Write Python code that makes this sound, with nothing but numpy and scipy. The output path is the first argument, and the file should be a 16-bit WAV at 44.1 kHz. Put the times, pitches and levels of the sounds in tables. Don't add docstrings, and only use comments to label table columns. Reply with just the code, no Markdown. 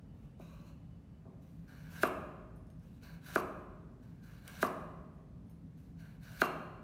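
import sys
import numpy as np
from scipy import signal
from scipy.fft import rfft, irfft
from scipy.io import wavfile
from scipy.ndimage import uniform_filter1d

SR = 44100
rng = np.random.default_rng(int(sys.argv[2]) if len(sys.argv) > 2 else 0)


def wav_out(sig):
    wavfile.write(sys.argv[1], SR, np.round(np.clip(np.atleast_2d(sig).T, -1, 1) * 32767).astype(np.int16))


N = 301203

# (frequency [Hz], relative density [dB per Hz])
TEARING_COLOUR = [(600, -43.5), (1500, -16), (2500, -6), (3300, -11.5), (4120, -7), (5000, -14.5),
                  (6000, -11), (7500, -15.5), (11400, -13.5), (15100, -11.5), (16000, -21.5)]
# (time [s], blow [dB], contact time [ms], last split of the fibres [dB],
# second contact against the first [dB], its delay [ms], slice sliding off [dB], change of the upper modes [dB])
BOARD_KNOCKS = [(.3966, -33, 0.43, -78, -6, 1.06, -91, -6),
                (2.0325, -14.5, 0.11, -39.5, -22.5, 1.85, -52.5, 1),
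                (3.3583, -15, 0.15, -43, -22, 2, -55, -8), (4.6275, -15, 0.15, -39.5, -25, 4.5, -54, -4.5),
                (6.4170, -15.5, 0.067, -40, -17, 2.6, -52.5, 3)]
# (start [s], time to bite [s], length [s], hiss of tearing fibres [dB],
# its drift over the stroke [dB], rubbing above the hiss [dB])
STROKES_IN_SHOOT = [(0.099, 0.06, 0.16, -88, 4, 4.5), (0.381, .03, .25, -74, -6, 8),
                    (0.619, 0.048, 0.078, -76, 0.5, 6)]


def gain_of(db):
    return 10 ** (np.asarray(db) / 20)


def evened(x):
    return x / np.sqrt(np.mean(x ** 2) + 1e-20)


def read(points, hz):
    f, value = np.transpose(points)
    return np.interp(np.log(hz + 1), np.log(f + 1), value)


def add(mix, s, sound):
    part = mix[round(s * SR):][:len(sound)]
    part += sound[:len(part)]


def coloured(x, points):
    hz = np.fft.rfftfreq(len(x), 1 / SR)
    return irfft(rfft(x) * gain_of(read(points, hz)), len(x))


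def resonate(x, hz, width):
    turn = np.exp(2j * np.pi * np.cumsum(hz * np.ones(len(x))) / SR)
    r = np.exp(-np.pi * width / SR)
    smoothed = signal.lfilter([(1 - r) ** 2], [1, -2 * r, r * r], x / turn)
    return 2 * (turn * smoothed).real


def ring(modes, spread_db):
    build_cycles = 0.76
    t = np.arange(SR // 2) / SR
    chance = rng.standard_normal(len(modes))
    total = np.zeros(len(t))
    for k, (hz, db, t60) in enumerate(modes):
        decay = gain_of(db + spread_db * chance[k] - 60 * t / t60)
        build = 1 - np.exp(-(hz * t / build_cycles) ** 2)
        total += (-1) ** k * decay * build * np.sin(2 * np.pi * hz * t)
    return total


def grit(count, per_s, uneven_db):
    size = gain_of(uneven_db * np.minimum(rng.exponential(1, count), 4))
    size = size * (rng.random(count) < per_s / SR)
    return evened((size + 0.31) * rng.standard_normal(count))


def patchy(x, patch_db):
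    z = signal.stft(x, nperseg=256, noverlap=192)[2]
    across_bands = uniform_filter1d(rng.standard_normal(z.shape), 5, 0)
    patches = evened(uniform_filter1d(across_bands, 25, 1))
    return signal.istft(z * gain_of(patch_db * patches), nperseg=256, noverlap=192)[1][:len(x)]


def cut(body, glide, start, bite, length, hiss_db, drift_db, rub_db):
    bite_db, release_db_per_s = 21.5, 261.5
    lands = min(row[0] for row in BOARD_KNOCKS if row[0] > start + bite)
    t = np.arange(0, min(length + .15, lands - start), 1 / SR)
    level_db = hiss_db - bite_db * np.clip(1 - t / bite, 0, 1)
    level_db += drift_db * np.clip((t - bite) / (length - bite), 0, 1)
    level_db -= release_db_per_s * np.maximum(t - length, 0)
    drive = patchy(grit(len(t), 5000, 1.2), 1.8)
    hiss = evened(coloured(drive, TEARING_COLOUR))
    rise = 1 + glide * (start + t - STROKES_IN_SHOOT[1][0])
    rub = np.zeros(len(t))
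    for k, (hz, width, db) in enumerate(body):
        rub += (-1) ** k * gain_of(db) * resonate(drive, hz * rise, width)
    return start, gain_of(level_db) * (hiss + evened(rub) * gain_of(rub_db))


def knock(mix_s, db, contact_ms, split_db, second_db, delay_ms, slide_db, upper_db):
    # (frequency [Hz], relative level [dB], t60 [s])
    board_modes = [(200, -15.5, 0.052), (246, -6, 0.032), (282, -22, 0.18), (367, -1, 0.03),
                   (484, -7.5, 0.01), (523, -15.5, 0.081), (629.3, -8.5, 0.057), (760.5, -10, 0.015),
                   (892, -20, 0.025), (916, -13, 0.012), (1060, -7, 0.023), (1225, -6, 0.03),
                   (1444, 5, 0.015), (1633, 2, 0.017), (2030, -14.5, 0.017), (2148, -15, 0.029),
                   (2366, -14.5, 0.02), (2560, -12, 0.014), (2784, -12, 0.016), (3260, -19, 0.015),
                   (3700, -24.5, 0.012), (4220, -11.5, .01), (5780, -26.5, 0.0086)]
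    # (frequency [Hz], relative level [dB])
    slide_colour = [(1500, -31.5), (3000, 0.5), (6000, -4), (9000, -9), (12000, 4), (14000, -9.5),
                    (16000, -11.5)]
    lead = .058
    t = np.arange(round(.2 * SR)) / SR - lead

    rush_db = split_db + 990 * np.minimum(t, 0) - 3100 * np.maximum(t - .002, 0)
    rush = evened(coloured(grit(len(t), 14000, 0.9), TEARING_COLOUR)) * gain_of(rush_db)

    sliding = np.clip((t - .011) / 0.0026, 0, 1) * gain_of(slide_db - 3400 * np.maximum(t - .045, 0))
    slide = evened(coloured(patchy(rng.standard_normal(len(t)), 4.1), slide_colour)) * sliding

    ms = np.arange(400) * 1000 / SR
    push = np.exp(-((ms - 2 * contact_ms) / contact_ms) ** 2)
    blow = push / push.sum()
    add(blow, delay_ms / 1000, gain_of(second_db) * push / push.sum())
    board = ring([(hz, level + upper_db * (hz > 3000), t60) for hz, level, t60 in board_modes], 1)
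    board = signal.sosfilt(signal.butter(2, 180, "high", fs=SR, output="sos"), board)

    sound = np.zeros(SR)
    add(sound, 0, rush + slide)
    add(sound, lead, gain_of(db) * signal.fftconvolve(board, blow)[:SR // 2])
    return mix_s - lead, sound


def touch(s, snap_db, ring_db):
    # (frequency [Hz], relative level [dB], t60 [s])
    blade_modes = [(5330, -2, 0.36), (6420, 0, .15), (8800, 8, 0.17), (9100, 1, 0.12), (10100, 0, 0.089),
                   (11000, 2.5, 0.3), (11600, -7.5, .2), (12300, 6, .12), (13920, -12, 0.1),
                   (14460, 7, 0.2)]
    # (frequency [Hz], relative level [dB])
    snap_colour = [(500, -18.5), (2000, 3), (4000, -3), (9000, -4), (16000, -9)]
    t = np.arange(SR // 2) / SR
    snap_fade = gain_of(snap_db - 60 * t / .014)
    snap = evened(coloured(rng.standard_normal(len(t)), snap_colour)) * snap_fade
    ping = ring(blade_modes, 4)
    return s, gain_of(ring_db) * ping + snap


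def kitchen(x):
    # (frequency [Hz], t60 [s])
    room_decay = [(200, 1.38), (530, 1.247), (1390, 1.077), (3680, 0.91), (9700, 0.72)]
    # (frequency [Hz], gain [dB])
    echo_colour = [(200, 0.5), (400, -1.5), (650, 0.5), (850, 2.5), (1100, 4.5), (1350, -5), (1550, -12.5),
                   (1750, -6), (2000, -1.5), (2800, 1.5), (3400, -5), (4500, -7.5), (6000, -7.5),
                   (9000, -4), (12000, -9.5)]
    # (delay [s], level [dB])
    wall_echoes = [(.005, -15.5), (.009, -17), (0.012, -10), (.02, -15.5)]
    taps = np.zeros(SR)
    at = np.arange(500, SR - 20, 20)
    taps[at + rng.integers(0, 20, len(at))] = rng.choice([-1., 1.], len(at))
    hz, t, z = signal.stft(taps, SR, nperseg=256)
    early_db = 6.17 * np.exp(-t / 0.049)
    decay_db = early_db - 60 * t / read(room_decay, hz)[:, None]
    tail = signal.istft(z * gain_of(decay_db), SR, nperseg=256)[1][:SR]
    tail = tail / np.linalg.norm(tail) * gain_of(-3.0)
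    for s, db in wall_echoes:
        add(tail, s, gain_of([db]))
    return coloured(signal.fftconvolve(x, tail)[:N], echo_colour)


def air():
    # (frequency [Hz], relative density [dB per Hz])
    air_colour = [(15, -36), (25, -10), (53, -1.5), (97, -5), (166, -2.5), (190, -5.5), (270, -9.5),
                  (326, -22), (373, -22.5), (416, -22), (887, -33.5), (1940, -41.5), (2990, -47.5),
                  (14400, -60), (16000, -63)]
    # (frequency [Hz], width of each smoothing [Hz], level [dB])
    hum_tones = [(52, 9.6, -67), (122.3, 19, -67), (164.8, 6.6, -58.5)]
    # (frequency [Hz], level [dB])
    whine_tones = [(2724, -94), (2972, -90), (4560, -99)]
    air_db, hum_swell_db = -53, 1.5
    whine_end_s, whine_width_hz = 1.22, 16

    frames, hz = N // 512 + 5, np.fft.rfftfreq(2048, 1 / SR)
    a, b, patches = rng.standard_normal((frames, 1025, 3)).T
    patches = evened(uniform_filter1d(uniform_filter1d(patches, 10, 0), 10, 1))
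    z = (a + 1j * b) * gain_of(read(air_colour, hz)[:, None] + 0.85 * patches)
    noise = gain_of(air_db) * evened(signal.istft(z, nperseg=2048, noverlap=1536)[1][:N])

    drive, t = rng.standard_normal(N), np.arange(N) / SR
    waver = sum(np.sin(2 * np.pi * (f * t + rng.random())) for f in np.geomspace(.3, 2, 8))
    swell = gain_of(hum_swell_db * evened(waver))
    hum = sum(gain_of(db) * evened(resonate(drive, f, width)) for f, width, db in hum_tones)
    whine = sum(gain_of(db) * evened(resonate(drive, f, whine_width_hz)) for f, db in whine_tones)
    return noise + whine * (t < whine_end_s) + swell * hum


def scene():
    # (frequency [Hz], width of each smoothing [Hz], relative level [dB])
    shoot_body = [(534, 79, 3), (1090, 430, -4), (1500, 180, -5), (2430, 360, -6), (3810, 430, -10),
                  (5900, 890, -14.5)]
    carrot_body = [(620, 250, 0.5), (1020, 385, -7), (1550, 323, 9), (2320, 400, -0.5), (2950, 120, -6.5),
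                   (4240, 450, -2), (5870, 800, -19.5)]
    # (start [s], time to bite [s], length [s], hiss [dB], drift [dB], rubbing above the hiss [dB])
    carrot_strokes = [(1.4, 0.024, 0.37, -79.5, -8.5, -8), (1.662, 0.02, 0.22, -74, 0.5, 8.5),
                      (1.868, 0.039, 0.18, -65.5, 9.5, 3.5), (2.78, 0.054, 0.19, -79, -2.5, -3),
                      (3.008, 0.026, 0.14, -67, -6, 8), (3.212, 0.054, 0.13, -59.5, 2.5, 3),
                      (4.0, 0.031, .2, -79.5, -9.5, 5), (4.21, 0.023, 0.18, -73, -1.5, 5.5),
                      (4.376, 0.041, .105, -77.5, 12.5, 7), (4.476, 0.016, 0.13, -65.5, 5.5, 4),
                      (5.764, .014, 0.15, -77, -10, -6.5), (5.962, 0.036, 0.19, -72.5, -8.5, 7.5),
                      (6.196, 0.038, 0.21, -68, 6.5, 4.5)]
    # (time [s], dry snap at its start [dB], ring [dB])
    blade_touches = [(2.559, -86.5, -88), (2.669, -71, -100), (2.702, -67, -90), (2.796, -73, -99),
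                     (4.021, -91.5, -106), (4.4783, -42.5, -91), (5.133, -81, -100), (5.468, -84, -96.5),
                     (5.497, -72, -88), (5.511, -79, -101.5), (5.772, -86, -102)]
    # (blow [dB], contact time [ms], split [dB], second contact [dB],
    # its delay [ms], sliding [dB], change of the upper modes [dB])
    far_thump = (-35, 0.385, -99, -4, 7.5, -99, -6)
    thump_s = 1.252
    shoot_glide_per_s = 0.27

    near, far = np.zeros(N), np.zeros(N)
    for row in STROKES_IN_SHOOT:
        add(near, *cut(shoot_body, shoot_glide_per_s, *row))
    for row in carrot_strokes:
        add(near, *cut(carrot_body, 0, *row))
    for row in BOARD_KNOCKS:
        add(near, *knock(*row))
        add(near, *touch(row[0], row[1] - 38, row[1] - 62))
    for row in blade_touches:
        add(near, *touch(*row))
    add(far, *knock(thump_s, *far_thump))
    direct = near + gain_of(-9) * far
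    return (direct + kitchen(near + far) + air())[None]


def record(dry):
    edge_hz = 15950
    thinned = signal.sosfilt(signal.butter(8, 43, "high", fs=SR, output="sos"), dry)
    rounded = .24 * np.tanh(thinned / .24)
    band_limit = signal.firwin(511, edge_hz, window=("kaiser", 9), fs=SR)
    return signal.oaconvolve(rounded, band_limit[None], "same")


dry = scene()
out = record(dry)
wav_out(out)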